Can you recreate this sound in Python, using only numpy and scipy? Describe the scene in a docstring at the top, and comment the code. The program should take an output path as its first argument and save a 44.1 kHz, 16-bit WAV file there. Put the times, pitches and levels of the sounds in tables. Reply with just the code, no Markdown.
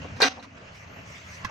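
"""A heavy steel lid is knocked down onto its shell on a platform scale in a workshop: many ringing modes.
Each ring's fading jumps ahead at regular splices, as in sound sped up by dropping pieces: it falls in steps.
A late bump is made of short dull platform tones with a ring around it. A sandal scuffs the floor as gritty
noise, and very high, faint squeaks are narrow noise. Low rumble, hum and hiss of shaped noise fill the shop."""
import sys
import numpy as np
from scipy import signal
from scipy.fft import rfft, irfft
from scipy.io import wavfile
from scipy.ndimage import uniform_filter1d

SR = 44100
rng = np.random.default_rng(int(sys.argv[2]) if len(sys.argv) > 2 else 0)


def store_pcm(level_fs):
    """Save levels as 16-bit WAV."""
    pcm = np.round(np.clip(level_fs, -1, 1) * 32767).astype(np.int16)
    wavfile.write(sys.argv[1], SR, np.atleast_2d(pcm).T)


def attenuation_scalar(level_db):
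    """Turn a level in dB into a linear amplitude multiplier (20 dB per decade)."""
    decades = np.asarray(level_db, float) / 20
    return 10 ** decades


N = 66150  # samples: 1.5 s


def evened(x):
    """Scales a sound to an rms of 1."""
    return x / np.sqrt(np.mean(x ** 2) + 1e-20)


def read(points, hz):
    """Reads a table at any pitch, with straight lines on a log-frequency axis."""
    f, value = np.transpose(points)
    return np.interp(np.log(hz + 1), np.log(f + 1), value)


def curve(points):
    """Turns a level curve in dB into a gain for every sample."""
    return attenuation_scalar(np.interp(np.arange(N) / SR, *np.transpose(points)))


def add(mix, start_s, sound):
    """Mixes a sound in at its start time, cutting off what runs past the end."""
    part = mix[:, round(start_s * SR):][:, :sound.shape[-1]]
    part += sound[..., :part.shape[1]]


def swell(start_s, length_s):
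    """A smooth rise and fall, half a sine long."""
    return np.sin(np.pi * np.clip((np.arange(N) / SR - start_s) / length_s, 0, 1))


def ring(t, age, hz, db, t60, left, right, lean_db):
    """Ringing modes as a sum of dying sines, with one set of starting phases per channel."""
    fading = 3 * np.log(10) * age / t60[:, None]  # 60 dB down when the age reaches t60
    turns = np.exp(2j * np.pi * hz[:, None] * t - fading)
    gains = attenuation_scalar(db + np.array([[.5], [-.5]]) * lean_db)
    starts = np.exp(1j * np.array([left, right]))
    return np.imag(gains * starts @ turns)


def stepped_age(start_s, t):
    """Age of a ring: it runs with time and jumps ahead at every splice, so the fading falls in steps."""
    piece_s, piece_at_s = 2048 / 48000, .2022  # spacing of the splices, time of one of them
    dropped_s, splice_s = 0.16, 0.0064  # time lost at each splice, length of its crossfade
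    pieces = np.floor((start_s + t - piece_at_s) / piece_s)
    first = np.floor((start_s + splice_s - piece_at_s) / piece_s)
    splices = np.maximum(pieces - first, 0)
    return t + dropped_s * uniform_filter1d(splices, max(round(splice_s * SR), 1), mode="nearest")


def steel_ring(start_s, level_db, centre_hz, octaves, long, chance):
    """One burst of ringing from the set of steel modes, strongest near the colour's centre."""
    # strong modes of the steel shell: pitch_hz, level_db, t60_s (before the burst's ring length factor)
    strong_modes = [(270, -4, 0.74), (439, -4, 0.13), (467.2, 1.5, 0.12), (515.8, 1.5, 0.29),
                    (715, 0, 0.17), (762.6, -7.5, 0.67), (1291, -8, 0.12), (1585, 5.5, 0.082),
                    (1848, -7.5, 0.22), (1951, -4, 0.48), (2437, -1, 0.17), (2775, -6, 0.45),
                    (3265, -17, .4), (3776, -4, 0.2), (4100, -2, 0.093), (4440, -16, 0.16),
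                    (4670, -8, 0.22), (5115, -6, 0.13), (5790, -5, 0.33), (6210, -7.5, 0.43),
                    (6730, -13, 0.34), (7920, -19.5, 0.33), (8430, -18, .3), (9055, -20, 0.35),
                    (9900, -44, 0.14), (11340, -27.5, 0.72), (11660, -36, .4), (13300, -20, .3),
                    (14600, -25, 0.4)]
    # many weak modes and echoes, general colour: pitch_hz, level_db
    crowd_colour = [(71, -57), (120, -14), (331, -13), (506, -5.5), (1420, -8), (1570, -8.5), (1740, -12.5),
                    (2410, -9.5), (3010, -15.5), (3920, -14), (6250, -20), (7350, -38.5), (15200, -52)]
    # middle ring time of the weak modes, before the same factor: pitch_hz, t60_s
    crowd_ring = [(150, 0.2), (500, 0.32), (2000, 0.35), (6000, 0.55), (15000, 0.28)]
    # left-right balance of the ring: pitch_hz, left_minus_right_db
    balance = [(60, -10), (180, -5.5), (540, 0), (1630, -0.5), (4920, -0.5), (14800, -8)]
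    strong_scatter = 0.2  # share of a cycle by which the strong modes start out of step
    crowd_db, crowd_spread_db, crowd_same = -4.5, 2.5, 0.5
    rise_cycles, far_db = 0.74, 25.5  # rise time in cycles of the centre; deepest cut of far modes

    t = np.arange(round(.16 * SR)) / SR
    place, phase, turn = chance
    strong_hz, strong_db, strong_t60 = np.transpose(strong_modes)
    count = len(strong_hz)

    many_hz = 120 + 15200 * place ** 2  # packed closer at low pitches
    many_db = read(crowd_colour, many_hz) + 5 * np.log10(many_hz / 1000) + crowd_db
    many_db = many_db + crowd_spread_db * turn[::-1] * np.clip(many_hz / 5000, .4, 1.6)
    many_t60 = read(crowd_ring, many_hz) * (.6 + .8 * phase)

    hz = np.r_[strong_hz, many_hz]
    db = np.r_[strong_db, many_db]
    t60 = long * np.r_[strong_t60, many_t60]
    db = db - np.minimum(7.0 * (np.log2(hz / centre_hz) / octaves) ** 2, far_db)

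    # the channels drift out of step as pitch rises to 900 Hz
    left = 2 * np.pi * np.r_[strong_scatter * phase[:count], phase[::-1]]
    apart = np.r_[turn[:count], np.pi * (1 - crowd_same) * turn]
    right = left + apart * np.minimum(hz / 900, 1)

    sound = ring(t, stepped_age(start_s, t), hz, db, t60, left, right, read(balance, hz))
    sound = sound / np.sqrt(np.sum(attenuation_scalar(db) ** 2) / 2)  # the same strength however many modes sound
    return attenuation_scalar(level_db) * sound * (1 - np.exp(-t * centre_hz / rise_cycles))


def steel_rings():
    """Knocks and ringing tails of the lid and shell, then the ring around a late bump and its tail."""
    # bursts (from 1.4405 s on: the late bump's): start_s, level_db, centre_hz, colour_width_octaves,
    # ring_length_factor
    bursts = [(.043, -33.5, 300, 2, .5), (0.056, -45, 248, 0.93, 0.65), (.1, -42, 436, 1.2, .5),
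              (0.162, -45.5, 2960, 4.5, 1.8), (.2027, -13, 860, 0.86, 0.055), (.2032, -33.5, 6900, 1.2, 2),
              (0.208, -21.5, 1570, 1.12, 1.6), (0.2184, -14.5, 4120, 0.25, 0.81),
              (.2195, -28.5, 9700, 0.44, 0.13), (.2213, -9, 490, 0.5, .25),
              (.2216, -11.5, 910, 0.56, 0.056), (0.2261, -14, 1800, 1.96, 2.1),
              (0.2422, -19, 2380, 2.26, 1.46), (0.2423, -28, 270, 0.29, 0.59),
              (.2515, -24, 3980, 0.34, .15), (.277, -39.5, 600, 1.2, .3), (.371, -40, 780, 0.58, 1.07),
              (.372, -48, 270, 0.38, 0.48), (0.395, -48.5, 4100, 0.13, 0.43),
              (.426, -43.5, 3000, 1.8, 0.69), (0.445, -40, 1060, 0.58, 0.14), (.63, -48.5, 620, 0.66, 0.82),
              (0.721, -52, 596, 1.1, 0.47), (.962, -43, 450, 2.3, 0.28), (1.4405, -38, 2000, .8, 0.11),
              (1.447, -31, 5850, 2.7, 0.16), (1.463, -42, 1480, 0.35, 1.4), (1.481, -44.5, 1000, 0.45, 1.8)]
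    out = np.zeros((2, N))
    for row in bursts:
        place = (np.arange(300) + rng.random(300)) / 300  # spread evenly, with a little chance
        chance = (place, rng.random(300), rng.standard_normal(300))
        add(out, row[0], steel_ring(*row, chance))
    return out


def platform_bumps():
    """Bumps set off the platform's dull modes, which die within a fraction of a second."""
    # modes of the platform: pitch_hz, level_db (before the bump's level), t60_s
    dull_modes = [(110, -2.5, 0.13), (175, 2.5, 0.043), (235, -32, 0.025), (888, -7.5, 0.055),
                  (1000, -0.5, 0.044), (1060, 9, 0.026), (1440, -3.5, 0.028), (1700, 4, 0.042),
                  (2010, 5, 0.019), (2580, -0.5, 0.032), (3230, -5.5, 0.026), (5104, -4.5, 0.024),
                  (6400, -21, 0.011)]
    # bumps: start_s, level_db (added to each mode's level)
    hits = [(1.4467, -32), (1.4505, -31.5), (1.457, -49)]
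    rise_s, lean_db = 0.00097, -7  # the right side is louder
    out, t = np.zeros((2, N)), np.arange(SR // 10) / SR
    hz, db, t60 = np.transpose(dull_modes)
    for start_s, level_db in hits:
        left = 2 * np.pi * rng.random(len(hz)) * (hz > 500)  # low modes start in step
        right = left + 0.76 * np.minimum(hz / 1000, 2)
        bump = ring(t, t, hz, db + level_db, t60, left, right, lean_db)
        add(out, start_s, bump * (1 - np.exp(-t / rise_s)))
    return out


def noise(colour, patchy_db, flicker_db):
    """Two-channel noise from random short-time spectra, uneven in patches and flickering as a whole."""
    # likeness of left and right: pitch_hz, likeness (1 same, 0 unrelated, below 0 opposed)
    likeness = [(60, 1), (150, 1), (380, 0.7), (940, -0.11), (2360, -0.1), (5910, 0.5), (14800, 1)]
    frames, hz = N // 128 + 9, np.fft.rfftfreq(512, 1 / SR)
    a, b, c, d, patches = rng.standard_normal((frames, 257, 5)).T
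    patches = uniform_filter1d(patches, size=5, axis=0)  # along pitch
    patches = evened(uniform_filter1d(patches, size=14, axis=1))  # along time
    flicker = evened(uniform_filter1d(rng.standard_normal(frames), size=4))

    same = np.clip(read(likeness, hz), -1, 1)[:, None]
    left = a + 1j * b
    right = same * left + np.sqrt(1 - same ** 2) * (c + 1j * d)
    spectra = np.array([left, right]) * attenuation_scalar(patchy_db * patches + flicker_db * flicker)
    x = signal.istft(spectra, nperseg=512, noverlap=384)[1][:, :N]
    gains = attenuation_scalar(read(colour, np.fft.rfftfreq(N, 1 / SR)))
    return evened(irfft(rfft(x) * gains, N))


def scuffs():
    """A sandal on concrete: gritty friction noise swells and fades with each slide."""
    # colour of the friction: pitch_hz, level_db
    grit_colour = [(410, -21.5), (700, -10), (883, -9), (1040, -7), (1330, -5.5), (1500, -3), (2090, 3),
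                   (3740, -12.5), (6180, -9), (9840, -33.5), (15200, -31.5)]
    # slides: start_s, length_s, level_db
    slides = [(0.711, 0.15, -50.5), (1.047, 0.19, -46), (1.206, 0.25, -45)]
    gain = sum(attenuation_scalar(db) * swell(start_s, length_s) ** 0.65 for start_s, length_s, db in slides)
    return noise(grit_colour, 4.3, 0.7) * gain


def squeaks():
    """Fuzzy high whistles: slow random wobble, made by two equal resonances, is moved up to each pitch."""
    # whistles: start_s, length_s, level_db, pitch_hz
    whistles = [(.535, 0.042, -94, 13400), (.64, .045, -90, 13750), (0.836, 0.24, -75.5, 11880)]
    resonance_hz = 190  # width of each resonance; the two together are narrower
    r = np.exp(-np.pi * resonance_hz / SR)
    t, out = np.arange(N) / SR, 0
    for start_s, length_s, db, hz in whistles:
        grain = rng.standard_normal(N) + 1j * rng.standard_normal(N)
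        fuzz = signal.lfilter([1], np.poly([r, r]), grain)
        whistle = evened(np.real(fuzz * np.exp(2j * np.pi * hz * t)))
        out = out + attenuation_scalar(db) * swell(start_s, length_s) * whistle
    return out


def rumble():
    """Low noise of the shop, rising and falling along a level curve."""
    # colour: pitch_hz, level_db
    low_colour = [(12, -66), (20, -36), (32, -39), (45, -18), (86, -2), (146, -8.5), (190, -9), (250, -48),
                  (420, -120)]
    # level curve in three stretches: start_s, level_db
    low_level = [
        [(0.0, -44), (0.016, -40), (0.094, -48), (0.114, -43), (0.138, -40), (0.182, -43.5), (0.2, -45)],
        [(0.3, -55), (0.384, -51.5), (0.4, -56), (0.558, -51.5), (1.144, -48), (1.21, -50), (1.228, -52),
         (1.31, -48.5), (1.394, -51), (1.425, -43)],
        [(1.475, -46.5), (1.479, -46.5), (1.5, -51)],
    ]
    return curve(sum(low_level, [])) * noise(low_colour, 0.51, 0.99)


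def hum():
    """A fuzzy band of noise above the deepest rumble, with a level curve of its own."""
    # colour: pitch_hz, level_db
    band_colour = [(150, -15), (200, 2.5), (255, 12), (300, 4), (360, -50.5)]
    # level curve: start_s, level_db
    band_level = [(0, -46), (.1, -51), (.2, -46.5), (.33, -53), (.45, -53), (.7, -67), (.85, -59.5),
                  (1.0, -55), (1.1, -60.5), (1.3, -65), (1.5, -59)]
    return curve(band_level) * noise(band_colour, patchy_db=.9, flicker_db=1.8)


def hiss():
    """Broad shop noise, strongest in the middle pitches, with a slowly moving level."""
    # colour: pitch_hz, level_db
    broad_colour = [(190, -13), (330, -10.5), (680, -2.5), (748, -10.5), (858, -7), (996, -7), (1080, -5.5),
                    (1610, -7.5), (2730, -7.5), (3540, -21.5), (6460, -22), (8600, -43.5), (11200, -80),
                    (18900, -120)]
    # level curve: start_s, level_db
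    broad_level = [(0, -42.5), (.06, -44), (.14, -44.5), (.3, -46), (.48, -51), (.65, -46.5), (.8, -50.5),
                   (.9, -48), (1.0, -46), (1.2, -50), (1.5, -44.5)]
    return curve(broad_level) * noise(broad_colour, patchy_db=1.9, flicker_db=1.0)


def scene():
    """Steel rings, platform bumps, scuffs and squeaks over the shop's rumble, hum and hiss."""
    struck = steel_rings() + platform_bumps()
    background = rumble() + hum() + hiss()
    return struck + scuffs() + squeaks() + background


def low_pass(x):
    """Removes everything above the highest recorded frequency."""
    return signal.sosfilt(signal.butter(12, 15400, fs=SR, output="sos"), x)


def record(dry):
    """Rounds off the peaks smoothly under a ceiling and finishes the mix."""
    ceiling = .97  # of full scale
    rounded = dry / (1 + (abs(dry) / ceiling) ** 10) ** (1 / 10)
    return low_pass(rounded)


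dry = scene()
out = record(dry)
store_pcm(out)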